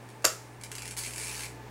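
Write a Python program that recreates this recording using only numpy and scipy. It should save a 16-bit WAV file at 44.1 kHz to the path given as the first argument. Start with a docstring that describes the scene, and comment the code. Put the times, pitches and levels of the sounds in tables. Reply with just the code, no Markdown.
"""A film camera's mechanism snaps once: a hollow knock of the body and a bright metal strike that leaves
a spring ringing. Then the film is wound on: a pawl drops over ratchet teeth, slowly at first, then in a
quick run over whirring gears. Mains hum and a soft fan-like rush lie underneath in a small, quiet room."""
import sys
import numpy as np
from scipy import signal
from scipy.fft import rfft, irfft, next_fast_len
from scipy.io import wavfile

SR = 44100
rng = np.random.default_rng(int(sys.argv[2]) if len(sys.argv) > 2 else 0)


def pcm_store(signal):
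    """Save signal as 16-bit PCM."""
    levels = np.round(np.clip(np.atleast_2d(signal), -1, 1) * 32767)
    wavfile.write(sys.argv[1], SR, levels.astype(np.int16).T)


N = 74970
T = np.arange(N) / SR

# contacts of the snap (time [s], metal level [dB], body level [dB])
SNAP_HITS = [(0.2426, -41, -26.5), (0.2446, -22, -21), (0.2483, -15.5, -35), (0.2509, -11.5, -33),
             (.2520, -8, -21.5)]
# tone of the bright strike, the hollow knock and the spring's shimmer (frequency [Hz], level [dB])
METAL_EQ = [(300, -17), (1000, -8), (2000, -11), (2700, -5.5), (3400, -10.5), (4200, -6.5), (5300, -7),
            (7200, -1), (8200, -9.5), (12000, -8.5), (16000, -23)]
KNOCK_EQ = [(150, -31), (330, -1), (600, 4.5), (800, -6.5), (1100, -4), (1600, 2.5), (2000, -5.5),
            (2700, -3.5), (3400, -20), (6000, -30), (14000, -32)]
SHIMMER_EQ = [(1000, -5), (3000, -9), (5500, -0.5), (7200, -1), (8500, -5.5), (12000, -9.5), (16000, -19)]
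# modes of the body, the spring and the grip's soft bump (frequency [Hz], level [dB], t60 [s])
BODY_MODES = [(345, -6, .09), (432, -5, .1), (530, 0, .13), (572, -1, .12), (622, -3, .11), (684, -2, .13),
              (954, -3, .11), (1159, 1, .18), (1307, -3, .14), (1530, -6, .06), (1632, -3, .07)]
SPRING_MODES = [(2272, -7, .25), (2773, 0, .17), (4535, -2, .14), (4690, 0, .14), (5302, -5, .25),
                (6083, -3, .25), (6630, -4, .33), (6897, -4, .36), (7338, -4, .3), (7430, -1, .2),
                (7603, -1, .18), (8353, -6, .25)]
GRIP_MODES = [(100, -49, .15), (140, -54, .1)]
# pawl drops, light finger ticks and the winder's catch (time [s], level [dB])
PAWL_HITS = [(0.612, -40.5), (0.636, -30), (0.7158, -29), (.7524, -30), (0.7819, -30), (0.8202, -31),
             (0.8547, -31.5), (0.8771, -31), (0.9099, -30.5), (0.967, -32.5), (1.036, -29), (1.049, -36.5),
             (1.061, -33), (1.078, -37.5), (1.1073, -34), (1.1349, -32), (1.160, -32.5), (1.180, -30),
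             (1.198, -32.5), (1.214, -33), (1.234, -32.5), (1.2533, -35.5), (1.27, -31), (1.282, -35.5),
             (1.295, -33), (1.314, -33), (1.328, -35.5), (1.345, -34), (1.365, -39), (1.3778, -35),
             (1.393, -34), (1.4065, -33), (1.420, -35), (1.434, -30.5), (1.455, -34.5)]
FINGER_HITS = [(0.089, -45.5), (0.1021, -47), (0.2228, -46), (1.547, -49.5)]
CATCH_HITS = [(.9792, -31), (.9812, -29.5), (.9865, -56), (.9895, -27.5)]
# tone of the pawl's click, the case's clack and the catch's scrape (frequency [Hz], level [dB])
PAWL_EQ = [(300, -30), (900, -8), (1300, -6), (1700, -3.5), (2500, 1.5), (3400, -3.5), (4400, -2.5),
           (5500, -1.5), (8000, 1), (9500, -2.5), (10600, -2), (11800, -9), (16000, -17)]
CLACK_EQ = [(500, -23), (1400, -14), (1800, -7.5), (2400, -3.5), (2800, -6.5), (3400, -16), (4500, -8.5),
            (5500, -7), (12000, -22)]
CATCH_EQ = [(1000, -6), (4000, 2), (5800, -7), (8000, 2), (10500, 9), (12500, -7), (14500, -6), (15400, 1),
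            (16000, -7)]
# swell of the gears (time [s], rasp level [dB], sizzle level [dB])
GEAR_FADES = [(.6, -78, -68), (.72, -63, -70), (.85, -63, -52), (.93, -53, -52), (.963, -73, -71),
              (.974, -36, -38), (1.0, -41, -46), (1.08, -45, -41.5), (1.105, -49, -56), (1.16, -50.5, -44),
              (1.225, -44.5, -42), (1.29, -43.5, -48), (1.35, -41.5, -61), (1.44, -46, -51),
              (1.465, -48.5, -74), (1.5, -57, -73), (1.55, -67, -92)]
# tone of the gears' rasp, their high sizzle and the background rush (frequency [Hz], level [dB])
RASP_EQ = [(300, -17), (900, -6), (1300, -7), (1800, -4), (2400, -6), (3400, -7), (4600, -1), (7500, 0),
           (10000, -3), (12000, -7), (16000, -14)]
SIZZLE_EQ = [(2000, -33), (6000, 7.5), (8500, 16), (10200, 15.5), (11500, -8), (16000, -18)]
RUSH_EQ = [(25, -15), (60, -12), (150, -4.5), (280, 1), (450, -1.5), (620, -6), (870, -4), (1300, -11),
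           (2200, -11.5), (3200, -19.5), (7500, -25.5), (10000, -32.5), (16000, -29)]
# resonances of struck metal, case, jolted case and rush (frequency [Hz], width [Hz], level [dB])
METAL_PEAKS = [(4650, 600, -2), (7400, 750, -4)]
CASE_PEAKS = [(875, 70, 0), (1000, 60, -3), (1680, 200, -3), (2300, 600, -5), (4480, 650, -5),
              (8210, 400, -6), (10500, 400, -3)]
CLACK_PEAKS = [(2400, 750, -2), (4500, 750, -4)]
RUSH_PEAKS = [(283, 8.2, -6), (426, 13.3, 2), (881, 19, 4), (1213, 10, -0.5), (1726, 21, 5)]
# background bed (time [s], rush level [dB], hum fundamental level [dB], hum octave level [dB])
BED_FADES = [(0, -49.5, -71, -51.5), (.55, -51, -65, -52), (.8, -50, -57, -49), (1.4, -49.5, -54.5, -49.5),
             (1.7, -48, -58, -49.5)]
# early echoes off near surfaces (delay [s], level [dB])
ECHOES = [(.004, -7), (.007, -10), (.0099, -8), (.0115, -7), (.022, -16), (.0284, -12)]
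# decay of the room's tail (frequency [Hz], t60 [s])
ROOM_DECAY = [(200, .25), (1000, 0.34), (4000, 0.21), (8000, 0.25), (16000, 0.16)]


def snap():
    """The first contacts knock the body; the last strikes metal hardest and sets the spring ringing."""
    hits = np.array(SNAP_HITS)
    knock_s, strike_s = hits[1, 0], hits[-1, 0]
    metal = colour(bursts(hits[:, [0, 1]], t60=0.0068), METAL_EQ, METAL_PEAKS, peak_db=2.5)
    knock = amp(-2.5) * colour(bursts(hits[:, [0, 2]], t60=0.045), KNOCK_EQ)
    body = amp(-31) * ring(BODY_MODES, knock_s)
    spring = amp(-43) * ring(SPRING_MODES, strike_s)
    shimmer = colour(bursts([(strike_s, -36.5)], t60=0.51), SHIMMER_EQ)  # the spring's weak overtones
    return room(metal + knock, wet_db=-7.5, echo_db=-8.5) + body + spring + shimmer


def ratchet(rebound_s=0.0016, case_lag_s=0.001216):
    """The pawl clicks and rebounds at each tooth and jolts the case; fingers tick lightly on it."""
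    rebounds = [(at + rebound_s, level - 6.5) for at, level in PAWL_HITS]
    contacts = bursts(PAWL_HITS + rebounds + FINGER_HITS, t60=0.014)
    clicks = colour(contacts, PAWL_EQ, CASE_PEAKS, peak_db=-1.5)
    times, db = np.transpose(PAWL_HITS)
    jolt_db = db + 15 + 6 * np.log2(0.014 / np.gradient(times))  # 6 dB harder at twice the tooth rate
    jolts = np.bincount(np.round((times + case_lag_s) * SR).astype(int), amp(jolt_db), N)
    return clicks + colour(jolts, CLACK_EQ, CLACK_PEAKS)


def winder_catch():
    """The winder engages with a bright scrape just before the quick run."""
    return colour(bursts(CATCH_HITS, t60=0.0093), CATCH_EQ)


def gears(mesh_hz=287.5, jitter=0.2, spread_db=2, count=1000):
    """Small teeth mesh in a fast, uneven stream of grains: a rasp with a sizzle on top."""
    timing, strength = rng.standard_normal((count, 2)).T
    times = (np.arange(count) + jitter * timing) / mesh_hz
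    grains = np.c_[times, spread_db * strength][times < T[-1]]
    rasp_gain, sizzle_gain = fades(GEAR_FADES)
    rasp = colour(rasp_gain * unit(bursts(grains, t60=0.01)), RASP_EQ, CASE_PEAKS)
    sizzle = colour(sizzle_gain * unit(bursts(grains, t60=0.01)), SIZZLE_EQ)
    return rasp + sizzle


def grip_bump():
    """A hand shifts its grip with a soft, low bump."""
    return ring(GRIP_MODES, start_s=0.585, attack_s=0.007)


def background(mains_hz=60):
    """A soft fan-like rush over mains hum and its octave."""
    rush, fundamental, octave = fades(BED_FADES)
    phase = 2 * np.pi * mains_hz * T
    hum = np.sqrt(2) * (fundamental * np.sin(phase) + octave * np.sin(2 * phase))
    return rush * colour(rng.standard_normal(N), RUSH_EQ, RUSH_PEAKS, peak_db=-2.5) + hum


def room(x, wet_db, echo_db, build_s=0.0049):
    """Direct sound, echoes off near surfaces and a short diffuse tail."""
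    hz, t, noise = signal.stft(rng.standard_normal(SR // 2), SR, nperseg=256)
    decay = amp(-60 * t / curve(ROOM_DECAY, hz)[:, None])
    tail = signal.istft(noise * decay, SR, nperseg=256)[1]
    tail *= 1 - np.exp(-T[:len(tail)] / build_s)
    response = amp(wet_db) * tail / np.linalg.norm(tail)
    response[0] += 1
    for delay, db in ECHOES:
        scatter = rng.standard_normal(64) * np.exp(-np.arange(64) / 12)
        response[round(delay * SR):][:64] += amp(db + echo_db) * scatter / np.linalg.norm(scatter)
    return signal.fftconvolve(x, response)[:N]


def bursts(hits, t60, attack_s=0.00019):
    """A rough contact for each (time [s], level [dB]): noise that jumps up and dies away."""
    t = T[:SR // 2]
    shape = amp(-60 * t / t60) * (1 - np.exp(-t / attack_s))
    times, db = np.transpose(hits)
    onsets = np.clip(np.round(times * SR).astype(int), 0, N - 1)
    impulses = np.bincount(onsets, amp(db) ** 2, N)
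    power = signal.fftconvolve(impulses, (shape / shape.max()) ** 2)[:N]
    return np.sqrt(np.abs(power)) * grit()


def ring(modes, start_s, attack_s=0.00072):
    """Damped modes set off at one moment."""
    t = np.maximum(T - start_s, 0)
    tones = sum(amp(db - 60 * t / t60) * np.sin(2 * np.pi * (hz * t + rng.random()))
                for hz, db, t60 in modes)
    return (1 - np.exp(-t / attack_s)) * tones


def grit(frame=128):
    """Noise evened out to keep the same colour every few milliseconds."""
    x = rng.standard_normal(N)
    for _ in range(2):
        phase = np.angle(signal.stft(x, nperseg=frame)[2])
        x = signal.istft(np.exp(1j * phase), nperseg=frame)[1][:N]
    return unit(x)


def colour(x, eq, peaks=(), peak_db=0):
    """Unit-power EQ: a broad curve with resonances standing on it."""
    size = 2 * next_fast_len(N // 2 + 4096)
    f = np.fft.rfftfreq(size, 1 / SR)
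    resonance = sum(4 * amp(db + peak_db) ** 2 / (1 + (2 * (f - hz) / width) ** 2)
                    for hz, width, db in peaks)
    magnitude = unit(amp(curve(eq, f)) * np.sqrt(1 + resonance))
    cepstrum = irfft(np.log(magnitude))
    cepstrum[1:size // 2] *= 2  # minimum phase: nothing rings ahead of a hit
    cepstrum[size // 2 + 1:] = 0
    return irfft(rfft(x, size) * np.exp(rfft(cepstrum)), size)[:N]


def fades(rows):
    """One gain per sample for each level column after the time."""
    times, *levels = np.transpose(rows)
    return [amp(np.interp(T, times, db)) for db in levels]


def curve(points, hz):
    """Join (frequency [Hz], value) points on a log axis."""
    f, values = np.transpose(points)
    return np.interp(np.log(hz + 1), np.log(f + 1), values)


def amp(db):
    """Decibels to gain."""
    return 10 ** (np.asarray(db) / 20)


def unit(x):
    """Scale to rms 1."""
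    return x / np.sqrt(np.mean(x ** 2) + 1e-20)


def scene():
    """Snap, a shift of grip, then winding, over the background bed."""
    winding = amp(-3.5) * room(ratchet() + winder_catch() + gears(), wet_db=-2, echo_db=-1)
    return (snap() + grip_bump() + winding + background())[None]


def record(dry, top_hz=15850):
    """A brick-wall low-pass trims the very top."""
    size = 2 * next_fast_len(N)
    passband = np.fft.rfftfreq(size, 1 / SR) < top_hz
    return irfft(rfft(dry, size) * passband, size)[:, :N]


dry = scene()
out = record(dry)
pcm_store(out)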